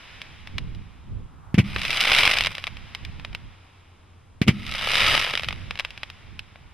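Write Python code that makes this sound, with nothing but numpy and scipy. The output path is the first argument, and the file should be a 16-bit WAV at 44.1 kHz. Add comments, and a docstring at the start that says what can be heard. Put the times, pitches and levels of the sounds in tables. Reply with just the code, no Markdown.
"""A firework cake fires two volleys on an open field at night, heard from some distance.
Lift charges expel slugs of gas that thump in quick ripples. A fountain of bursting grains, each a
small shock, swells and thins to single snaps, while burning stars fizz overhead. Trees and ground
return a thin echo. Low rumbles come from gusts, the thumps' aftermath and the fountain's whoosh;
a light breeze and a faint far-off rush and drone lie under it all."""
import sys
import numpy as np
from scipy import signal
from scipy.fft import rfft, irfft
from scipy.io import wavfile
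from scipy.ndimage import uniform_filter1d

SR = 44100
rng = np.random.default_rng(int(sys.argv[2]) if len(sys.argv) > 2 else 0)


def to_wav(s):
    """Save 16-bit WAV."""
    ch = np.atleast_2d(s).T  # columns
    pcm = np.round(np.clip(ch, -1, 1) * 32767)  # PCM
    wavfile.write(sys.argv[1], SR, pcm.astype(np.int16))


N = 296793
TIME = np.arange(N) / SR

# lift charges: (time [s], thump peak [dB], thump frequency [Hz], crack level [dB])
LIFT_CHARGES = [(1.5426, -8, 178, -31.5), (1.5777, -8.5, 146, -35), (1.5822, -4.5, 160, -23.5),
                (1.588, -5, 140, -23.5), (1.5973, -6.5, 142, -31), (4.415, -7, 196, -23.5),
                (4.467, -22, 180, -45), (4.475, -16, 180, -26), (4.4800, -6, 192, -15.5),
                (4.484, -19, 193, -25), (4.4893, -2.5, 181, -32), (4.509, -19, 189, -52)]
# fountains of grains, one a volley: # (crest time [s], level [dB], swell [dB/s], fade [dB/s], ring gain [dB],
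# near reflection gain [dB])
GRAIN_FOUNTAINS = [(2.19, -18.5, 56, 89, -26.5, -22.5), (5.07, -19.5, 66, 80.5, 2.5, -16)]
# loud single snaps: (time [s], energy as a level over one millisecond [dB], spectral tilt [dB/octave])
SINGLE_SNAPS = [(0.2172, -24, 0.5), (0.4731, -28.5, -1), (0.5824, -17, 0), (0.7487, -41, 4.5),
                (1.762, -12.5, -6.5), (1.8172, -17.5, 1), (1.8511, -15.5, 0), (1.9059, -13, 3.5),
                (2.006, -10, 5.5), (2.0108, -12, 6.5), (2.1186, -6.5, 1), (2.1497, -8, 3),
                (2.1856, -7.5, 3), (2.2534, -6.5, -0.5), (2.2765, -6.5, -3), (2.3128, -9, 0),
                (2.3371, -11, -0.5), (2.37, -12.5, -0.5), (2.3857, -10.5, 4), (2.4083, -9, 0),
                (2.4375, -16, 2.5), (2.448, -14, -0.5), (2.4607, -13.5, 3), (2.47, -11, -1),
                (2.5519, -22.5, 3), (2.582, -21, -0.5), (2.6405, -18, -1), (2.6692, -18, -1),
                (2.676, -20.5, -3), (2.7697, -30, -0.5), (2.949, -20, 1), (3.0502, -26, 2),
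                (3.1977, -32, -3.5), (3.2487, -22, -1.5), (3.3302, -34.5, -2), (3.3491, -19, -1.5),
                (4.7498, -19, -4.5), (4.955, -9.5, 1.5), (5.0054, -9.5, -0.5), (5.0912, -31, 2),
                (5.15, -8.5, -2.5), (5.1773, -11.5, -3), (5.2468, -16, -3), (5.3105, -22, -4),
                (5.3366, -16.5, -1.5), (5.3534, -13, -1), (5.3754, -13.5, 0.5), (5.3958, -18, -2.5),
                (5.4339, -18.5, -2), (5.445, -20, -2.5), (5.4863, -13.5, -0.5), (5.5078, -21, -2.5),
                (5.5274, -22, -2), (5.709, -17.5, -3), (5.7558, -27.5, -1.5), (5.775, -29, -2),
                (5.7903, -21, -0.5), (5.7966, -13.5, -0.5), (5.8045, -20, -2), (5.849, -17, -1.5),
                (5.906, -29, 2), (5.9768, -27.5, 0), (6.0326, -19, -2), (6.101, -28, 0.5),
                (6.393, -21.5, 1), (6.5577, -35, -7)]
# burning stars: (start of fade [s], level [dB], fade [dB/s])
STAR_BURNS = [(.16, -46.5, 16), (2.95, -49, 12.5), (5.66, -47, 11)]
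# low buffeting of the air from wind gusts, the rumble after the thumps and the fountain's whoosh:
# (time [s], duration [s], level [dB])
LOW_RUMBLES = [(0.555, 0.24, -31), (1.116, 0.099, -32.5), (1.714, 0.18, -32.5), (2.13, 0.073, -48),
               (2.417, 0.054, -35), (2.718, .12, -40), (3.036, 0.17, -36), (3.308, 0.013, -37),
               (3.447, .02, -39), (4.6, 0.14, -37), (5.062, 0.098, -32), (5.465, 0.24, -34.5),
               (6.283, 0.13, -42.5), (6.617, .05, -47)]
# breeze between the rumbles: (time [s], level [dB])
BREEZE_LEVELS = [(0, -55), (.4, -46), (3.4, -47.5), (3.65, -71.5), (4.3, -57.5), (4.7, -40), (5.9, -49),
                 (6.73, -58)]
# distant hollow rush: (time [s], level [dB])
RUSH_LEVELS = [(0, -61.5), (1.25, -60.5), (1.55, -53), (3.6, -61.5), (4.4, -65.5), (6.73, -61)]

# spectra of the sources and of the thumps' echo: (frequency [Hz], relative level [dB])
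CRACK_SPECTRUM = [(100, 1.5), (380, -6), (600, -7.5), (1000, -10.5), (1700, -6), (2250, 4.5), (3000, -2.5),
                  (4400, -15.5), (5100, -15.5), (7400, -33), (9000, -27.5), (12500, -33)]
GRAIN_SPECTRUM = [(100, -12.5), (330, -18.5), (550, -11), (1000, -8.5), (1700, -5.5), (2300, 1.5),
                  (3200, -2.5), (3950, -6.5), (4400, -16), (4950, -10), (6100, -23), (7500, -34),
                  (8400, -24), (12500, -31.5)]
SNAP_SPECTRUM = [(100, -19), (330, -23.5), (550, -12.5), (1000, -11), (1700, -7), (2300, 0.5), (3200, -2.5),
                 (3950, -5), (4400, -15), (4950, -9.5), (6100, -24.5), (7400, -32.5), (8600, -28.5),
                 (12500, -35.5)]
STAR_SPECTRUM = [(200, -15), (600, -6.5), (1200, -4), (1600, -2), (2300, 1.5), (3200, -1.5), (3950, -5.5),
                 (4400, -16), (4950, -10), (6100, -23), (7400, -31), (9000, -28.5), (11500, -30.5),
                 (13000, -42)]
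THUMP_ECHO_SPECTRUM = [(30, -9.5), (70, -1.5), (140, -0.5), (220, 1.5), (320, 0), (600, -23), (2000, -46.5)]
RUMBLE_SPECTRUM = [(15, -0.5), (35, -0.5), (60, 2), (110, 0), (200, -9), (300, -18), (500, -28.5),
                   (1000, -52), (3000, -77)]
RUSH_SPECTRUM = [(400, -35.5), (800, -7), (1080, -9), (1350, -9), (1900, -22.5), (4000, -43.5)]
MURMUR_SPECTRUM = [(25, -2), (90, -1), (180, -9), (400, -14), (750, -20), (1100, -28.5), (1700, -33),
                   (3000, -45.5), (4400, -36.5), (7000, -40), (11300, -40), (12500, -62.5)]
# scattered sound at two close microphones: (frequency [Hz], side level relative to mid [dB])
SIDE_SPECTRUM = [(60, -14.5), (200, -9), (500, -2.5), (1000, -3), (2200, -10.5), (3400, -13), (4600, -1),
                 (7000, 8), (12000, -3)]


def lift_charges(swell_s=0.0031, q=1.17, bass_cut_hz=80, crack_t60=0.064, crack_lag_s=0.00087,
                 jet_db=-4.0, jet_t60=0.093):
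    """Sudden outflow: a tube's slug of gas drives a damped pressure swing, a crack and a short jet."""
    t = np.arange(4096) / SR
    slug = (t / swell_s) ** 2 * np.exp(-2 * t / swell_s)
    slug = signal.lfilter(*signal.butter(1, bass_cut_hz, "high", fs=SR), slug)
    crack_decay = from_db(-60 * t / crack_t60) + from_db(jet_db - 60 * t / jet_t60)
    thumps, crack_power = np.zeros(N), np.zeros(N)
    for s, thump_db, hz, crack_db in LIFT_CHARGES:
        omega = 2 * np.pi * hz
        resonant_highpass = signal.bilinear([1, 0, 0], [1, omega / q, omega ** 2], SR)
        thump = signal.lfilter(*resonant_highpass, slug)
        add(thumps, s, from_db(thump_db) * thump / np.abs(thump).max())
        add(crack_power, s + crack_lag_s, (from_db(crack_db) * crack_decay) ** 2)
    return thumps, np.sqrt(crack_power) * noise(CRACK_SPECTRUM)


def fountain(crest_s, db, swell, fade, ring_db, bounce_db, burn_s=1.1, first_per_s=4000,
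             thinning_s=0.6, spread_db=5.5, hiss_db=-16.5, kinds=16):
    """Shot noise: grains burst at random at a falling rate, so a dense sizzle turns to coarser cracks."""
    age = np.arange(int(burn_s * SR)) / SR
    bursts_per_s = first_per_s * np.exp(-age / thinning_s)
    chance, size, kind = rng.random((N, 3))[:len(age)].T
    size_db = spread_db * np.minimum(-np.log1p(-size), 3)   # capped exponential distribution
    bursts = (chance < bursts_per_s / SR) * from_db(size_db)
    shapes = shocks(np.linspace(-2, 2, kinds), GRAIN_SPECTRUM, scatter_db=-19.0)
    crackle = sum(convolve(bursts * (np.floor(kind * kinds) == k), shapes[k]) for k in range(kinds))
    # the cloud burns smoothly however the single grains fall; the finest merge into a hiss
    power = uniform_filter1d(np.mean(crackle ** 2, axis=0), size=2048)
    hiss = from_db(hiss_db) * noise(GRAIN_SPECTRUM)[:, :len(age)]
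    crackle = crackle / np.sqrt(np.abs(power) + 1e-9) + hiss
    crackle += from_db(ring_db) * resonance(crackle, hz=1278, q=24)   # hollow, as of the emptied tubes
    out = np.zeros((2, N))
    add(out, crest_s - burn_s / 2, crackle)
    return from_db(db + fountain_db(TIME - crest_s, swell, fade)) * near_reflection(out, bounce_db)


def fountain_db(from_crest_s, swell_db_per_s, fade_db_per_s, rounding_s=0.12):
    """Exponential growth and decay: a fountain's level is two slopes joined by a round crest at 0 dB."""
    slope = np.where(from_crest_s < 0, swell_db_per_s, fade_db_per_s)
    return -slope * (np.hypot(from_crest_s, rounding_s) - rounding_s)


def coarse_grains(per_s=58, lead_s=0.42, crest_db=-13.5, spread_db=1, swell_share=0.65, count=40):
    """Irregular impulse train: bigger grains crack around each crest, duller as the fountain burns down."""
    out = np.zeros((2, N))
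    for crest_s, _, swell, fade, _, _ in GRAIN_FOUNTAINS:
        from_crest_s = (np.arange(count) + rng.random(count)) / per_s - lead_s
        size, brightness = np.clip(rng.standard_normal((count, 2)), -2, 2).T
        levels_db = crest_db + spread_db * size + swell_share * fountain_db(from_crest_s, swell, fade)
        tilts = 3.0 * brightness - 5.5 * from_crest_s   # dB per octave
        shapes = shocks(tilts, SNAP_SPECTRUM, scatter_db=-18.5)
        for s, db, shape in zip(from_crest_s, levels_db, shapes):
            add(out, crest_s + s, from_db(db) * shape)
    return out


def snaps():
    """Impulsive sources: the biggest grains burst one by one, each radiating a single shock."""
    out = np.zeros((2, N))
    times, levels_db, tilts = np.transpose(SINGLE_SNAPS)
    for s, db, shape in zip(times, levels_db, shocks(tilts, SNAP_SPECTRUM, scatter_db=-20.5)):
        add(out, s, from_db(db) * shape)
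    return out


def shocks(tilts, spectrum, scatter_db, scatter_t60=0.032, ground_db=-3.5, size=1024):
    """Multipath: shocks of equal energy arrive directly, off the ground and scattered by the grass."""
    t, count = np.arange(size) / SR, len(tilts)
    paths = diffuse(count * size).reshape(2, count, size) * from_db(scatter_db - 60 * t / scatter_t60)
    paths[:, :, 0] += 1   # direct path
    bounce_lags = (rng.uniform(0.0006, 0.001896, count) * SR).astype(int)
    paths[:, np.arange(count), bounce_lags] += from_db(ground_db)
    hz, db = np.transpose(spectrum)
    octaves = np.log2(np.clip(hz, 400, 6000))
    pulses = np.array([impulse_response(np.c_[hz, db + tilt * octaves], size) for tilt in tilts])
    shapes = signal.fftconvolve(paths, pulses[None], axes=2)[:, :, :size]
    millisecond = SR / 1000
    energy = np.sum(shapes.mean(0) ** 2, axis=1) / millisecond
    return (shapes / np.sqrt(energy)[:, None]).transpose(1, 0, 2)


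def stars(hold_s=0.75):
    """Combustion noise: the stars catch, fizz evenly for a moment, then fade exponentially."""
    gains = [(TIME > s - hold_s) * from_db(db - fade * np.maximum(TIME - s, 0))
             for s, db, fade in STAR_BURNS]
    return np.max(gains, axis=0) * noise(STAR_SPECTRUM)


def near_reflection(sound, bounce_db, lag_s=0.00114):
    """Interference: a near reflection off the microphone stand arrives late and inverted, and ripples the
    spectrum."""
    delayed = np.array([np.interp(TIME - lag_s, TIME, channel, left=0) for channel in sound])
    return sound - from_db(bounce_db) * delayed


def field_echo(sound, wet_db, t60, spectrum=None, rise_s=0.0031):
    """Reverberation: trees and ground scatter back a thin, exponentially decaying tail."""
    t = np.arange(2 * SR) / SR
    decay = from_db(-60 * t / t60)
    tail = diffuse(len(t)) * decay * (1 - np.exp(-t / rise_s))
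    if spectrum:
        tail = convolve(tail, impulse_response(spectrum))
    return convolve(sound, tail * from_db(wet_db) / np.sqrt(np.sum(decay ** 2)))


def rumbles_and_breeze(own_db=6.0, lean_db=2.0):
    """Partial coherence: low buffeting of the air, partly each side's own and stronger on the right."""
    shared, left, right = convolve(rng.standard_normal((3, N)), impulse_response(RUMBLE_SPECTRUM))
    pressure = shared + from_db(own_db) * np.array([left, right])
    pressure = unit_rms(pressure * from_db([[-lean_db], [lean_db]]))
    rumbles = from_db(np.max([rumble_db(*row) for row in LOW_RUMBLES], axis=0))
    return np.hypot(envelope(BREEZE_LEVELS), rumbles) * pressure


def rumble_db(s, length_s, db, rise_db_per_s=231.5, sag_db_per_s=17.5, release_db_per_s=173):
    """Exponential envelope: a rumble rises quickly, sags while it lasts and dies away."""
    age = TIME - s
    rise = rise_db_per_s * np.minimum(age, 0)
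    sag = sag_db_per_s * np.clip(age, 0, length_s)
    release = release_db_per_s * np.maximum(age - length_s, 0)
    return db + rise - sag - release


def distant_rush(hollow_db=-7.5):
    """Resonant colouring: one spectral peak lends a faint far-off rush a slight hollow pitch."""
    air = noise(RUSH_SPECTRUM)
    hollow = from_db(hollow_db) * resonance(air, hz=1060, q=10)
    return envelope(RUSH_LEVELS) * unit_rms(air + hollow)


def night_background(murmur_db=-57, drone_db=-57):
    """Narrow-band noise wavers in amplitude: a low drone within the broad far-off murmur of the night."""
    drone = unit_rms(resonance(rng.standard_normal(N), hz=89, q=14))
    return from_db(murmur_db) * noise(MURMUR_SPECTRUM) + from_db(drone_db) * drone


def diffuse(size):
    """Diffuse field: noise arriving from all round is only partly coherent at the two microphones."""
    mid, side = rng.standard_normal((2, size))
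    return unit_rms(mid + convolve(side, impulse_response(SIDE_SPECTRUM)) * [[1], [-1]])


def noise(spectrum):
    """Spectral shaping: diffuse noise takes on a given spectrum, at unit power."""
    return unit_rms(convolve(diffuse(N), impulse_response(spectrum)))


def resonance(sound, hz, q):
    """A second-order resonator passes a band of width hz / q."""
    return signal.lfilter(*signal.iirpeak(hz, q, fs=SR), sound)


def impulse_response(spectrum, size=4096):
    """Minimum phase: folding the cepstrum gives a causal response with the given spectrum."""
    hz, db = np.transpose(spectrum)
    grid_hz = np.maximum(np.arange(size // 2 + 1) * SR / size, 1)
    magnitude = from_db(np.interp(np.log(grid_hz), np.log(hz), db))
    cepstrum = irfft(np.log(magnitude))
    cepstrum[1:size // 2] *= 2
    cepstrum[size // 2 + 1:] = 0
    return irfft(np.exp(rfft(cepstrum)))


def convolve(sound, response):
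    """Linear filtering by an impulse response, cut to the sound's length."""
    return signal.fftconvolve(np.atleast_2d(sound), np.atleast_2d(response), axes=1)[:, :sound.shape[-1]]


def envelope(rows):
    """Gain interpolated through rows of (time [s], level [dB])."""
    return from_db(np.interp(TIME, *np.transpose(rows)))


def add(out, s, sound):
    """Superpose a sound starting at s seconds."""
    at = int(round(s * SR))
    out[..., at:at + sound.shape[-1]] += sound[..., :N - at]


def from_db(db):
    """Decibels to amplitude ratio."""
    return 10 ** (np.asarray(db) / 20)


def unit_rms(x):
    """Normalise to unit power."""
    return x / np.sqrt(np.mean(x ** 2) + 1e-20)


def scene():
    """Superposition: thumps and crackle add to their echoes, the fizz, the rumbles and the background."""
    thumps, cracks = lift_charges()
    crackle = cracks + snaps() + coarse_grains() + sum(fountain(*row) for row in GRAIN_FOUNTAINS)
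    echoes = field_echo(crackle, wet_db=-36.0, t60=0.24)
    echoes += field_echo(thumps, wet_db=-14.0, t60=0.73, spectrum=THUMP_ECHO_SPECTRUM)
    firework = thumps + crackle + echoes + stars()
    return firework + distant_rush() + rumbles_and_breeze() + night_background()


def record(dry, cutoff_hz=13300):
    """Soft saturation rounds the highest peaks just under full scale; a low-pass cuts the top treble."""
    rounded = dry / (1 + dry ** 8) ** (1 / 8)
    return signal.sosfilt(signal.ellip(10, 0.2, 80, cutoff_hz, fs=SR, output="sos"), rounded)


dry = scene()
out = record(dry)
to_wav(out)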